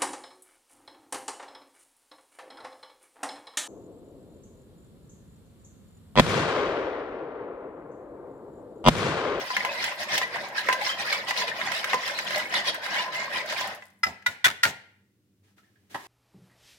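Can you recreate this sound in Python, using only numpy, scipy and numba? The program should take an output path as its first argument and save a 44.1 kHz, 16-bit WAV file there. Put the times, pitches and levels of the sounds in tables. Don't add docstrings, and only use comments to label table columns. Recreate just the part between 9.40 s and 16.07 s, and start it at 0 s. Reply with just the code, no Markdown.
import sys
import numpy as np
from scipy import signal
from scipy.fft import rfft, irfft
from scipy.io import wavfile
from scipy.ndimage import uniform_filter1d
from numba import njit

SR = 44100
rng = np.random.default_rng(int(sys.argv[2]) if len(sys.argv) > 2 else 0)


def inscribe(sig):
    pcm = np.round(np.clip(np.atleast_2d(sig).T, -1, 1) * 32767)
    wavfile.write(sys.argv[1], SR, pcm.astype(np.int16))


N = 294147
TIME = np.arange(N) / SR


def undb(db):
    return 10 ** (np.asarray(db) / 20)


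def unit(x):
    return x / np.sqrt(np.mean(x ** 2))


def add(out, s, sound):
    start = int(s * SR)
    out[:, start:start + sound.shape[1]] += sound[:, :N - start]


def convolve(x, response):
    return signal.fftconvolve(x, np.atleast_2d(response), axes=1)[:, :x.shape[1]]


def band_pass(x, low_hz, high_hz, order=2):
    return signal.sosfilt(signal.butter(order, (low_hz, high_hz), "band", fs=SR, output="sos"), x)


def high_pass(x, low_hz, order):
    return signal.sosfilt(signal.butter(order, low_hz, "high", fs=SR, output="sos"), x)


def log_bins(count):
    return np.log(np.fft.rfftfreq(count, 1 / SR) + 1)


def colour(x, points, size=4096):
    hz, db = np.transpose(points)
    log_gain = np.log(undb(np.interp(log_bins(size), np.log(hz), db)))
    cepstrum = irfft(log_gain)[:size // 2]
    cepstrum[1:] *= 2
    return convolve(x, irfft(np.exp(rfft(cepstrum, size))))


def fade(t, t60):
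    return (t >= 0) * np.exp(-np.log(1000) * np.abs(t) / t60)


def noise(count, apart_hz=1150):
    mid, side = rfft(rng.standard_normal((2, count)))
    likeness = .93 / (1 + (np.fft.rfftfreq(count, 1 / SR) / apart_hz) ** 3)
    opposed = np.array([[1], [-1]]) * side
    return unit(irfft(mid * np.sqrt(1 + likeness) + opposed * np.sqrt(1 - likeness), count))


def ring(modes, t, width_hz=1300, uneven_db=4.0):
    out = 0
    for hz, db, t60 in modes:
        side = rng.choice([-1, 1]) * np.array([[1], [-1]])
        skew = side * min(hz / width_hz, 1) ** 2 * np.pi / 4
        detune = 1 + 0.0058 * rng.standard_normal()
        phase = 2 * np.pi * (hz * t * detune + rng.random())
        level = undb(db + uneven_db * rng.uniform(-2.2, 1))
        out = out + level * fade(t, t60) * np.sin(phase + skew)
    return out


@njit
def ping(starts, hz, cycles, sizes, glide):
    out = np.zeros(N)
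    for k in range(len(hz)):
        length, first = cycles[k] * SR / hz[k], int(starts[k]) + 1
        step = 2 * np.pi * hz[k] / SR
        phase = step * (first - starts[k])
        for i in range(min(int(length), N - first)):
            envelope = min(12 * (i + 1) / length, 1.) * np.exp(-5.8 * i / length)
            out[first + i] += sizes[k] * envelope * np.sin(phase)
            phase += step * (1 + glide * i / length)
    return out


def grains(rate, low_hz, high_hz, cycles, scatter_db, glide, lag_s):
    when, pitch, life, size, place = rng.random((int(rate * N / SR), 5)).T
    starts = (np.arange(len(when)) + 2 * when) * SR / rate
    sizes = undb(-scatter_db * np.log(size + .015))
    lag = (2 * place - 1) * lag_s * SR / 2
    hz = low_hz * (high_hz / low_hz) ** pitch
    lives = cycles * (.5 + life)
    return unit(np.array([ping(np.abs(starts + way * lag), hz, lives, sizes, float(glide)) for way in (-1, 1)]))


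def flutter(rate, depth_db):
    steps = rng.standard_normal(2048)
    return undb(depth_db * np.interp(TIME * rate, np.arange(len(steps)), steps))


def waver(x, rate, shift_s):
    wander = np.log(flutter(rate, 20 / np.log(10)))
    drift = uniform_filter1d(wander, SR // 30)
    return np.array([np.interp(TIME + shift_s * drift, TIME, channel) for channel in x])


def hollow(x, echo_db=1, t60=0.028):
    t = TIME[:SR // 10]
    echoes = unit(noise(len(t)) * fade(t - .001, t60)) / np.sqrt(len(t))
    inside = waver(convolve(x, echoes), rate=4, shift_s=.002)
    return (x + undb(echo_db) * inside) / np.hypot(1, undb(echo_db))


def favour(x, hz, db, q=7):
    return x + (undb(db) - 1) * signal.lfilter(*signal.iirpeak(hz, q, fs=SR), x)


# frequency in Hz,
# relative level in dB.
QUIET_NOISE = [(15, -53.5), (25, -26.5), (64, -26.5), (97, -2.5), (166, -20), (200, -0.5), (223, -15.5),
               (344, -18), (384, -18.5), (775, -38), (1890, -36), (16000, -42)]
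# frequency in Hz, rms level in dB.
HUM = [(99, -76), (200, -82.5), (300, -82)]


def quiet(noise_db=-67):
    hum = 0
    for hz, db in HUM:
        hum = hum + np.sqrt(2) * undb(db) * np.sin(2 * np.pi * (hz * TIME + rng.random()))
    return hum + unit(colour(noise(N), QUIET_NOISE)) * undb(noise_db)


# frequency in Hz, 60 dB decay time in seconds.
ROOM_T60 = [(100, 0.3), (500, 0.52), (2000, 0.59), (6000, 0.43), (14000, 0.26)]


def kitchen(dry, early_db=-11, late_db=-13):
    t = TIME[:SR * 3 // 5]
    hz, t60 = np.transpose(ROOM_T60)
    spectrum, log_hz = rfft(noise(len(t))), log_bins(len(t))
    late = 0
    for share, decay in zip(np.eye(len(hz)), t60):
        band = irfft(spectrum * np.interp(log_hz, np.log(hz), share), len(t))
        late = late + band * fade(t - .012, decay)
    early = noise(len(t)) * fade(t - .002, t60=0.074)
    return convolve(dry, (undb(early_db) * unit(early) + undb(late_db) * unit(late)) / np.sqrt(len(t)))


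# start in seconds, length in seconds, relative level in dB.
SLIDES = [(6.025, 0.08, -71.5), (6.162, 0.028, -65), (6.228, 0.27, -77), (6.495, 0.21, -53.5)]


def sliding(attack_s=0.018, release_t60=0.25):
    gain = 0
    for s, length, db in SLIDES:
        attack = np.clip((TIME - s) / attack_s, 0, 1)
        gain = gain + undb(db) * attack * fade(np.maximum(TIME - s - length, 0), release_t60)
    return gain


def squeak(hz, db, t, width=0.05):
    note = band_pass(noise(len(t)), hz * (1 - width), hz * (1 + width))
    return undb(db) * unit(note) * fade(t, t60=0.14)


# frequency in Hz, relative level in dB, 60 dB decay time in seconds.
WIRES = [(1335, -2.5, 0.18), (1370, -4, 0.17), (1464, -3.5, .18), (1670, -1, 0.27), (1780, -11.5, 0.34),
         (1870, -6, .35), (1930, -3, 0.2), (2062, -4.5, 0.24), (2070, -4, 0.31), (2400, -2.5, 0.15),
         (2790, -7.5, 0.091), (3150, -9.5, 0.14), (3490, -7.5, 0.092), (3784, -10.5, 0.089),
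         (4100, -11.5, 0.076), (4755, -15, 0.067), (4950, -14.5, 0.046), (5570, -16, 0.1)]
# frequency in Hz, relative level in dB, decay time in seconds.
WORKTOP = [(352, 0, 0.1), (770, 3.5, 0.068), (1090, 0.5, 0.066), (1630, -3, .14), (1936, 1.5, 0.11),
           (3340, -19, 0.13)]
# frequency in Hz, relative level in dB.
SLIDE_COLOUR = [(120, -34), (200, -12), (334, -6.5), (590, -12), (777, -11), (1400, -13), (1650, -9.5),
                (2130, -8.5), (11700, -20), (16000, -24)]
# frequency in Hz, relative level in dB.
BUMP_COLOUR = [(35, -42.5), (60, -18), (331, -6.5), (472, -11.5), (877, -1.5), (1200, -4), (1370, -13),
               (1950, -5.5), (2180, -21), (3390, -17), (3710, -21), (8610, -34), (12000, -31),
               (15600, -66.5), (22000, -120)]
# start in seconds, relative brush level in dB, note in Hz, relative note level in dB.
BRUSHES = [(6.074, -74, 1730, -75), (6.181, -54, 1366, -59), (6.232, -66.5, 1780, -63),
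           (6.275, -72, 1740, -69), (6.357, -67.5, 1680, -65)]
# start in seconds, relative level in dB.
BUMPS = [(6.112, -80), (6.544, -26.5), (6.553, -32.5), (6.601, -46), (6.637, -52), (6.66, -52)]


def set_aside():
    t = TIME[:SR // 5]
    rub = grains(rate=1300, low_hz=476.4, high_hz=16080, cycles=1.1, scatter_db=0.0, glide=0, lag_s=0.00071)
    rustle = unit(colour(rub + undb(9.0) * noise(N), SLIDE_COLOUR))
    out = rustle * sliding() * undb(1.5)
    for s, db, note_hz, note_db in BRUSHES:
        brush = unit(ring(WIRES, t) * fade(t, t60=0.092))
        add(out, s, undb(db - 19.0) * brush + squeak(note_hz, note_db, t))
    for s, db in BUMPS:
        thud = fade(t, t60=0.1) * unit(colour(noise(len(t)), BUMP_COLOUR))
        bump = thud + undb(-9.0) * ring(WORKTOP, t, uneven_db=6.5)
        add(out, s, undb(db) * np.minimum(t / 0.0031, 1) * bump)
    return out


STOP_S = 4.264


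def swirl(dying_db_per_s):
    return undb(-dying_db_per_s * np.maximum(TIME - STOP_S, 0))


# frequency in Hz, relative level in dB.
FOAM_COLOUR = [(1000, -29), (4000, -0.5), (7000, -1.5), (12000, -2), (16000, -5)]
# start in seconds, relative level in dB.
DROPS = [(0.1645, -41), (0.2508, -37), (0.8315, -31), (1.085, -35.5), (1.326, -32), (2.443, -23.5),
         (2.9796, -22), (3.3448, -27), (3.763, -34), (4.0597, -33), (4.274, -28), (4.3487, -33.5),
         (4.358, -40), (4.4543, -43.5), (4.466, -49), (4.502, -50)]


def foam(foam_db=-64.5):
    t = TIME[:SR // 20]
    pops = grains(rate=500, low_hz=7500, high_hz=15500, cycles=14, scatter_db=5, glide=.05, lag_s=.0004)
    out = pops * flutter(rate=41, depth_db=6.5) * swirl(dying_db_per_s=51) * undb(foam_db)
    for s, db in DROPS:
        add(out, s, undb(db - 10) * unit(colour(noise(len(t)), FOAM_COLOUR)) * fade(t, t60=0.042))
    return out


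# start in seconds, initial frequency in Hz, relative level in dB.
GURGLES = [(.135, 710, -33), (0.269, 559, -37), (0.291, 2540, -27), (.503, 2200, -37), (.514, 2640, -30.5),
           (.828, 1918, -18.5), (.95, 690, -31), (1.35, 1570, -26.5), (1.418, 834, -24.5),
           (1.468, 1014, -27), (1.49, 3136, -22), (1.527, 3110, -27), (1.726, 2206, -16.5),
           (2.017, 982, -25), (2.542, 494, -24.5), (2.96, 592, -24), (3.054, 2164, -26.5),
           (3.148, 3430, -24), (3.194, 1934, -24), (3.283, 3220, -20.5), (3.57, 2204, -21.5),
           (3.587, 2840, -24.5), (3.594, 971, -23.5), (3.66, 1000, -28), (3.681, 1002, -25.5),
           (3.755, 2010, -21.5), (4.012, 2200, -35)]


def gurgles(t60_s=0.12, rise_per_s=1.2):
    out, t = np.zeros((2, N)), TIME[:SR // 6]
    rising = t * (1 + rise_per_s * t / 2)
    for s, hz, db in GURGLES:
        note = ring([(hz, db, t60_s)], rising, uneven_db=1)
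        add(out, s, note * np.minimum(t / 0.0022, 1))
    return out


# start in seconds, initial centre in Hz, relative level in dB.
SPLASHES = [(.201, 2010, -23.5), (.398, 2260, -31), (.477, 2100, -29), (.519, 1050, -34.5),
            (.593, 730, -36), (.624, 1697, -33), (.736, 5150, -31), (.768, 1986, -26), (.770, 2930, -31),
            (1.172, 1730, -31), (1.184, 3980, -32), (1.267, 1920, -27.5), (1.386, 543, -31),
            (1.412, 2070, -28.5), (1.618, 2400, -35), (1.729, 1360, -30.5), (1.971, 4000, -27),
            (2.038, 594, -31), (2.111, 1810, -27), (2.267, 1920, -27), (2.494, 3580, -33.5),
            (2.630, 1980, -29.5), (2.968, 1970, -27), (3.020, 2070, -31), (3.149, 3800, -23),
            (3.158, 1700, -28), (3.268, 2130, -32), (3.286, 3300, -36), (3.762, 4330, -48),
            (3.958, 3320, -37), (3.995, 2100, -29), (4.160, 2320, -29), (4.236, 2110, -35)]


def splashes(width=0.086, rise_per_s=2.0, attack_s=0.0054, t60_s=0.061):
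    out, t = np.zeros((2, N)), TIME[:SR // 8]
    closing = t * (1 + rise_per_s * t / 2)
    envelope = np.minimum(t / attack_s, 1) * fade(np.maximum(t - attack_s, 0), t60_s)
    for s, hz, db in SPLASHES:
        rough = band_pass(noise(len(t)), hz / (1 + width), hz * (1 + width))
        splat = np.array([np.interp(closing, t, side) for side in rough]) * envelope
        add(out, s, undb(db) * unit(splat) * np.sqrt(np.mean(envelope ** 2)))
    return out


def strike(body, levels_db, rise_s, order=2, size=256):
    body = body * np.minimum(TIME[:body.shape[1]] / rise_s, 1)
    wall = band_pass(body, 430, 1200, order + 1)
    wire = band_pass(body, 1300, 2400, order)
    tick = high_pass(body, 2900, 2 * order)
    out = 0
    for part, db in zip((wall, wire, tick), levels_db):
        peak = np.sqrt(uniform_filter1d(np.mean(part ** 2, axis=0), size).max())
        out = out + undb(db) * part / peak
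    return out


# frequency in Hz, relative level in dB.
CRACK_COLOUR = [(60, -33), (200, -10), (400, -15.5), (600, -13.5), (1000, 1), (2000, -5.5), (2700, -2),
                (3600, -6), (6000, -10.5), (8500, -17), (16000, -22.5)]


def crack(t, t60):
    return unit(colour(noise(len(t)), CRACK_COLOUR)) * fade(t, t60)


# frequency in Hz, relative level in dB, 60 dB decay time in seconds.
BOWL = [(501.5, -12.5, 0.047), (586, -12, 0.0091), (754, -15, 0.044), (964, -6.5, 0.078),
        (1020.5, -2, 0.13), (1520, -9.5, 0.02), (1625, 4, 0.027), (1840, 2, 0.031), (1962, -1.5, 0.029),
        (2024, -0.5, 0.073), (2140, 1.5, 0.021), (2470, -9, 0.0047), (3230, -6.5, 0.0054),
        (4130, -12, 0.028)]
# frequency in Hz, relative level in dB.
SWAY_COLOUR = [(25, -22), (50, -14.5), (75, -20), (100, 1), (120, -8.5), (145, 4), (172, -6.5), (200, 3.5),
               (260, -2.5), (330, 2.5), (400, 0), (600, -24), (2000, -52)]
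# frequency in Hz, gain in dB.
WET_COLOUR = [(3000, 2.5), (6000, 2.5), (9000, 1), (16000, -1)]
# start in seconds, relative wall, wire and tick levels in dB.
WALL_KNOCKS = [(0.102, -23.5, -24, -47), (.1652, -23.5, -14, -25), (.248, -19, -18.5, -27),
               (0.44, -41, -22, -24), (0.778, -36, -37, -16.5), (0.8137, -22, -19.5, -34),
               (0.957, -24, -27, -38.5), (1.286, -13.5, -11.5, -26.5), (1.297, -20.5, -16, -57),
               (1.326, -23, -18, -21), (1.726, -29, -39, -25), (1.907, -25.5, -18, -26),
               (1.974, -30.5, -45, -29), (2.213, -36, -19, -42), (2.317, -30, -22, -27.5),
               (2.442, -39, -18.5, -27.5), (2.531, -16.5, -14, -28.5), (2.542, -20.5, -29.5, -25),
               (2.677, -32.5, -30.5, -25), (2.787, -43, -20, -27), (2.906, -31.5, -23.5, -30),
               (2.958, -41, -34, -26), (3.139, -26, -19, -24.5), (3.462, -31, -25, -35),
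               (4.123, -28.5, -24, -30), (4.21, -26.5, -33, -29), (4.421, -49, -37, -51.5),
               (4.823, -72.5, -46.5, -55)]


def knocks():
    out, t = np.zeros((2, N)), TIME[:SR // 5]
    for s, *levels_db in WALL_KNOCKS:
        body = ring(BOWL, t) + undb(-1.5) * colour(crack(t, t60=0.048), WET_COLOUR)
        add(out, s, strike(body, levels_db, rise_s=0.0012))
        thud = unit(colour(noise(len(t)), SWAY_COLOUR)) * fade(t, t60=0.21)
        add(out, s, undb(levels_db[0] - 24.0) * thud)
    return out * undb(-4.0)


def rim_contact(t, wire_db, lower_hz, upper_hz, overtone_hz, overtone_db):
    modes = [(lower_hz, 7, .07), (upper_hz, 8, .06), (overtone_hz, overtone_db - 14, .06)]
    favoured = ring(modes, t, uneven_db=0)
    loops = favoured + ring(WIRES, t, uneven_db=2) * fade(t, t60=.07)
    snap = colour(crack(t, t60=0.06), [(2200, -9), (5500, 0)])
    body = undb(wire_db + 13) * snap + undb(-17) * ring(BOWL, t) + loops
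    return favour(body, overtone_hz, overtone_db)


def rattle(out, s, db):
    t = TIME[:SR // 10]
    for delay in .012 + .011 * (np.arange(6) + rng.random(6)):
        burst = crack(t, t60=0.016)
        loops = ring(WIRES, t * rng.uniform(.92, 1.08), uneven_db=6) * fade(t, t60=.045)
        add(out, s + delay, undb(db) * fade(delay, t60=0.18) * (burst + undb(-4) * loops))


# frequency in Hz, relative level in dB.
CLINK_COLOUR = [(300, -24), (900, -3), (1200, -11), (1450, -3), (2050, 3), (2700, -2), (3500, -5.5),
                (6000, -14), (8500, -15.5), (16000, -22)]
# frequency in Hz, relative level in dB.
THUMP_COLOUR = [(25, -41), (55, -24), (85, 2.5), (160, -2.5), (240, -4), (350, -10), (550, -4.5), (900, 1),
                (2000, -37)]
# frequency in Hz, relative level in dB.
DROP_COLOUR = [(200, -26), (900, -9), (2000, 0.5), (4500, -5.5), (7600, -1), (8800, -15.5), (16000, -14)]
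# start in seconds, wall, wire and tick peak levels in dB, relative thump
# level in dB, thump delay in seconds, rebound delay in seconds, rebound level in dB relative to the tap,
# rattle level in dB relative to the wires, relative drops level in dB, rim note in Hz, relative note level
# in dB, favoured lower and upper wire modes in Hz, favoured overtone in Hz, overtone lift in dB.
TAPS = [(4.6318, -29, -15.5, -23.5, -40, 0.025, 0.032, -13, -17.5, -48.5, 938, -26.5, 1328, 2007, 5050, 8.5),
        (4.8609, -24.5, -15, -24, -46, 0.014, 0.021, -19, -22.5, -51, 968, -24.5, 1430, 1986, 3740, 4.5),
        (5.0423, -26, -13, -15.5, -37, .004, 0.0081, -1.5, 5, -49, 1030, -36, 1490, 1946, 3444, 6),
        (5.231, -21.5, -12, -18, -36.5, 0.017, 0.026, -14.5, -0.5, -36, 933, -33, 1404, 1866, 4400, 3.3)]


def taps():
    out, spill, t, shiver = np.zeros((2, N)), np.zeros((2, N)), TIME[:SR // 2], 0
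    for (s, wall_db, wire_db, tick_db, thump_db, thump_s, rebound_s, rebound_db, rattle_db, drops_db,
         rim_hz, rim_db, lower_hz, upper_hz, overtone_hz, overtone_db) in TAPS:
        for delay, db in ((0, 0), (rebound_s, rebound_db)):
            body = rim_contact(t, wire_db, lower_hz, upper_hz, overtone_hz, overtone_db)
            add(out, s + delay, undb(db) * strike(body, (wall_db, wire_db, tick_db), rise_s=0.0061))
            clink = unit(colour(noise(len(t)), CLINK_COLOUR)) * fade(t, t60=.05)
            add(spill, s + delay, undb(db + wire_db - 4) * clink)
        rim_note = ring([(rim_hz, rim_db, .075)], t, uneven_db=-5.5)
        add(out, s, rim_note * np.minimum(t / 0.0021, 1))
        rattle(out, s, wire_db + rattle_db)
        shiver = shiver + undb(wire_db - 31) * fade(TIME - s, t60=.55)
        rocking = (1 - np.exp(-t / 0.0044)) ** 2 * fade(t, t60=0.24)
        thump = rocking * unit(colour(noise(len(t)), THUMP_COLOUR))
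        add(out, s + thump_s, undb(thump_db + 7.5) * thump)
        uneven = undb(4.7 * rng.standard_normal(len(t)))
        patter = unit(colour(noise(len(t)) * uneven, DROP_COLOUR))
        add(out, s, undb(drops_db) * patter * np.exp(-((t - .055) / 0.025) ** 2))
    chatter = grains(rate=220, low_hz=1500, high_hz=2250, cycles=70, scatter_db=3.5, glide=0, lag_s=.0004)
    out = out + shiver * chatter
    return out, spill + colour(out, [(500, 0), (1200, -9), (7000, -9), (10000, -4)])


# time of fastest motion in seconds, nominal length in
# seconds, relative spray, scrape and slosh levels in dB.
SWEEPS = [(0.01, 0.07, -37.5, -33.5, -33), (0.139, 0.18, -37, -33.5, -57), (0.26, 0.15, -42.5, -36, -33.5),
          (0.339, 0.081, -38, -39.5, -40), (0.448, 0.15, -34.5, -32.5, -36.5),
          (0.622, 0.069, -34, -33, -38.5), (0.744, .11, -30.5, -29.5, -32.5),
          (0.829, 0.038, -37, -38.5, -39.5), (0.952, 0.069, -40.5, -29.5, -35.5),
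          (1.033, 0.15, -45, -41.5, -37.5), (1.188, 0.063, -31, -27.5, -47),
          (1.298, 0.16, -39, -35.5, -39.5), (1.471, 0.14, -32, -29.5, -37.5),
          (1.612, 0.055, -31, -31, -34.5), (1.726, 0.15, -32, -27, -36.5), (1.894, 0.038, -29, -32.5, -30),
          (1.996, 0.1, -29, -30, -34.5), (2.091, 0.043, -33.5, -31.5, -36.5), (2.24, 0.16, -36, -30.5, -34),
          (2.364, 0.14, -34, -34, -46), (2.518, 0.12, -37.5, -29.5, -37), (2.663, 0.15, -35, -30.5, -39.5),
          (2.787, 0.14, -39, -40, -40), (2.951, 0.19, -34, -30, -35.5), (3.166, 0.094, -30, -25.5, -33),
          (3.28, 0.063, -29, -30.5, -31), (3.354, 0.037, -42.5, -29, -58),
          (3.45, 0.05, -36.5, -30.5, -40.5), (3.574, 0.18, -34, -29, -33.5), (3.755, 0.06, -34.5, -32, -41),
          (3.825, 0.12, -40, -32.5, -38), (3.965, .12, -35.5, -30.5, -34),
          (4.106, 0.058, -33.5, -34.5, -38), (4.189, 0.19, -37.5, -33, -46), (4.264, 0.16, -43, -34, -36)]


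def sweeps(column, lag_s, stretch, swell_share=0.52, edge_db=9.5, roundness=2):
    power = 0
    for s, length, *levels_db in SWEEPS:
        along = (TIME - s - lag_s) / (length * stretch)
        away = np.maximum(-along / swell_share, along / (1 - swell_share))
        power = power + undb(levels_db[column] - edge_db * np.abs(away) ** roundness) ** 2
    return np.sqrt(power)


def efforts():
    spray = np.hypot(sweeps(column=0, lag_s=0, stretch=0.94), undb(-54.5) * swirl(dying_db_per_s=105.0))
    scrape = np.hypot(sweeps(column=1, lag_s=0, stretch=1.15), undb(-43.5) * swirl(dying_db_per_s=220))
    slosh = np.hypot(sweeps(column=2, lag_s=0.0089, stretch=1.33), undb(-40.5) * swirl(dying_db_per_s=147.0))
    return spray, scrape, slosh


def blobs(x, rate=45, depth_db=2.9, count=14):
    centres = np.linspace(np.log(1200), np.log(15000), count)
    log_hz, spectrum = log_bins(N), rfft(x)
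    out = 0
    for share in np.eye(count):
        band = irfft(spectrum * np.interp(log_hz, centres, share), N)
        out = out + band * flutter(rate, depth_db)
    return unit(out)


def grazes():
    touches = grains(rate=30, low_hz=1200, high_hz=4500, cycles=2.5, scatter_db=2.4, glide=0, lag_s=.0004)
    wall = unit(convolve(touches, ring(BOWL, TIME[:SR // 8], uneven_db=1.5)))
    return wall + undb(-4.5) * hollow(touches)


def rubbed_wall(slips):
    t, out = TIME[:SR // 8], 0
    for k in range(5):
        group = convolve(slips, ring(BOWL[k::5], t, uneven_db=0))
        out = out + waver(group, rate=9, shift_s=.0038) * flutter(rate=16, depth_db=4.5)
    return unit(out)


# frequency in Hz, relative level in dB.
SPRAY_COLOUR = [(400, -39.5), (1500, -1.5), (2700, -7.5), (3400, -2.5), (4800, -3.5), (6500, -9),
                (8300, -11), (11000, -10), (16000, -11)]
# frequency in Hz, relative level in dB.
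SLOSH_COLOUR = [(40, -59.5), (150, -7), (410, -24.5), (480, -5), (620, -0.5), (880, -1.5), (1020, 3),
                (1200, -9.5), (1700, -9.5), (3000, -33)]
# frequency in Hz, relative level in dB.
SCRAPE_COLOUR = [(60, -31), (250, -6), (480, -6), (2300, -1), (3000, 0), (8000, -15.5)]


def beating():
    spray_effort, scrape_effort, slosh_effort = efforts()
    wires_passing = flutter(rate=90, depth_db=1.5)
    crackle = grains(rate=4500, low_hz=2360, high_hz=7300, cycles=5, scatter_db=4.2, glide=0, lag_s=.0004)
    mist = grains(rate=3000, low_hz=7000, high_hz=16000, cycles=3, scatter_db=4, glide=0, lag_s=.0004)
    mist = mist * flutter(rate=18, depth_db=1.5)
    fizz = grains(rate=750, low_hz=2300, high_hz=7000, cycles=56, scatter_db=3.4, glide=.12, lag_s=.0004)
    spray = blobs(colour(crackle + undb(-4.5) * mist + fizz, SPRAY_COLOUR)) * spray_effort * undb(1.5)
    bubbles = grains(rate=380, low_hz=440, high_hz=1400, cycles=25, scatter_db=2.5, glide=.13, lag_s=.00019)
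    slosh = unit(waver(colour(bubbles, SLOSH_COLOUR), rate=7, shift_s=.004)) * slosh_effort * undb(-4.0)
    blips = grains(rate=260, low_hz=1200, high_hz=3000, cycles=44, scatter_db=2.8, glide=.11, lag_s=.0004)
    slips = grains(rate=700, low_hz=1420, high_hz=2930, cycles=6.7, scatter_db=2.5, glide=0, lag_s=.00034)
    rubbing = rubbed_wall(slips) + undb(-6.0) * blips + undb(-9.0) * slips + undb(-10.5) * grazes()
    scrape = colour(rubbing, SCRAPE_COLOUR) * scrape_effort * undb(-2.0)
    sway = unit(colour(noise(N), SWAY_COLOUR)) * slosh_effort * flutter(rate=33, depth_db=2.5) * undb(-18)
    return hollow(spray * wires_passing) + scrape * wires_passing + slosh + sway


def scene():
    dry = beating() + splashes() + gurgles() + foam() + knocks() + set_aside()
    near, spill = taps()
    return dry + near + kitchen(dry + spill) + quiet()


def record(dry, order=2):
    lean = high_pass(dry, 45, order)
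    top_cut = signal.ellip(10, .2, 70, 16200, fs=SR, output="sos")
    return signal.sosfilt(top_cut, np.clip(lean, -1, 1))


dry = scene()
out = record(dry)
inscribe(out)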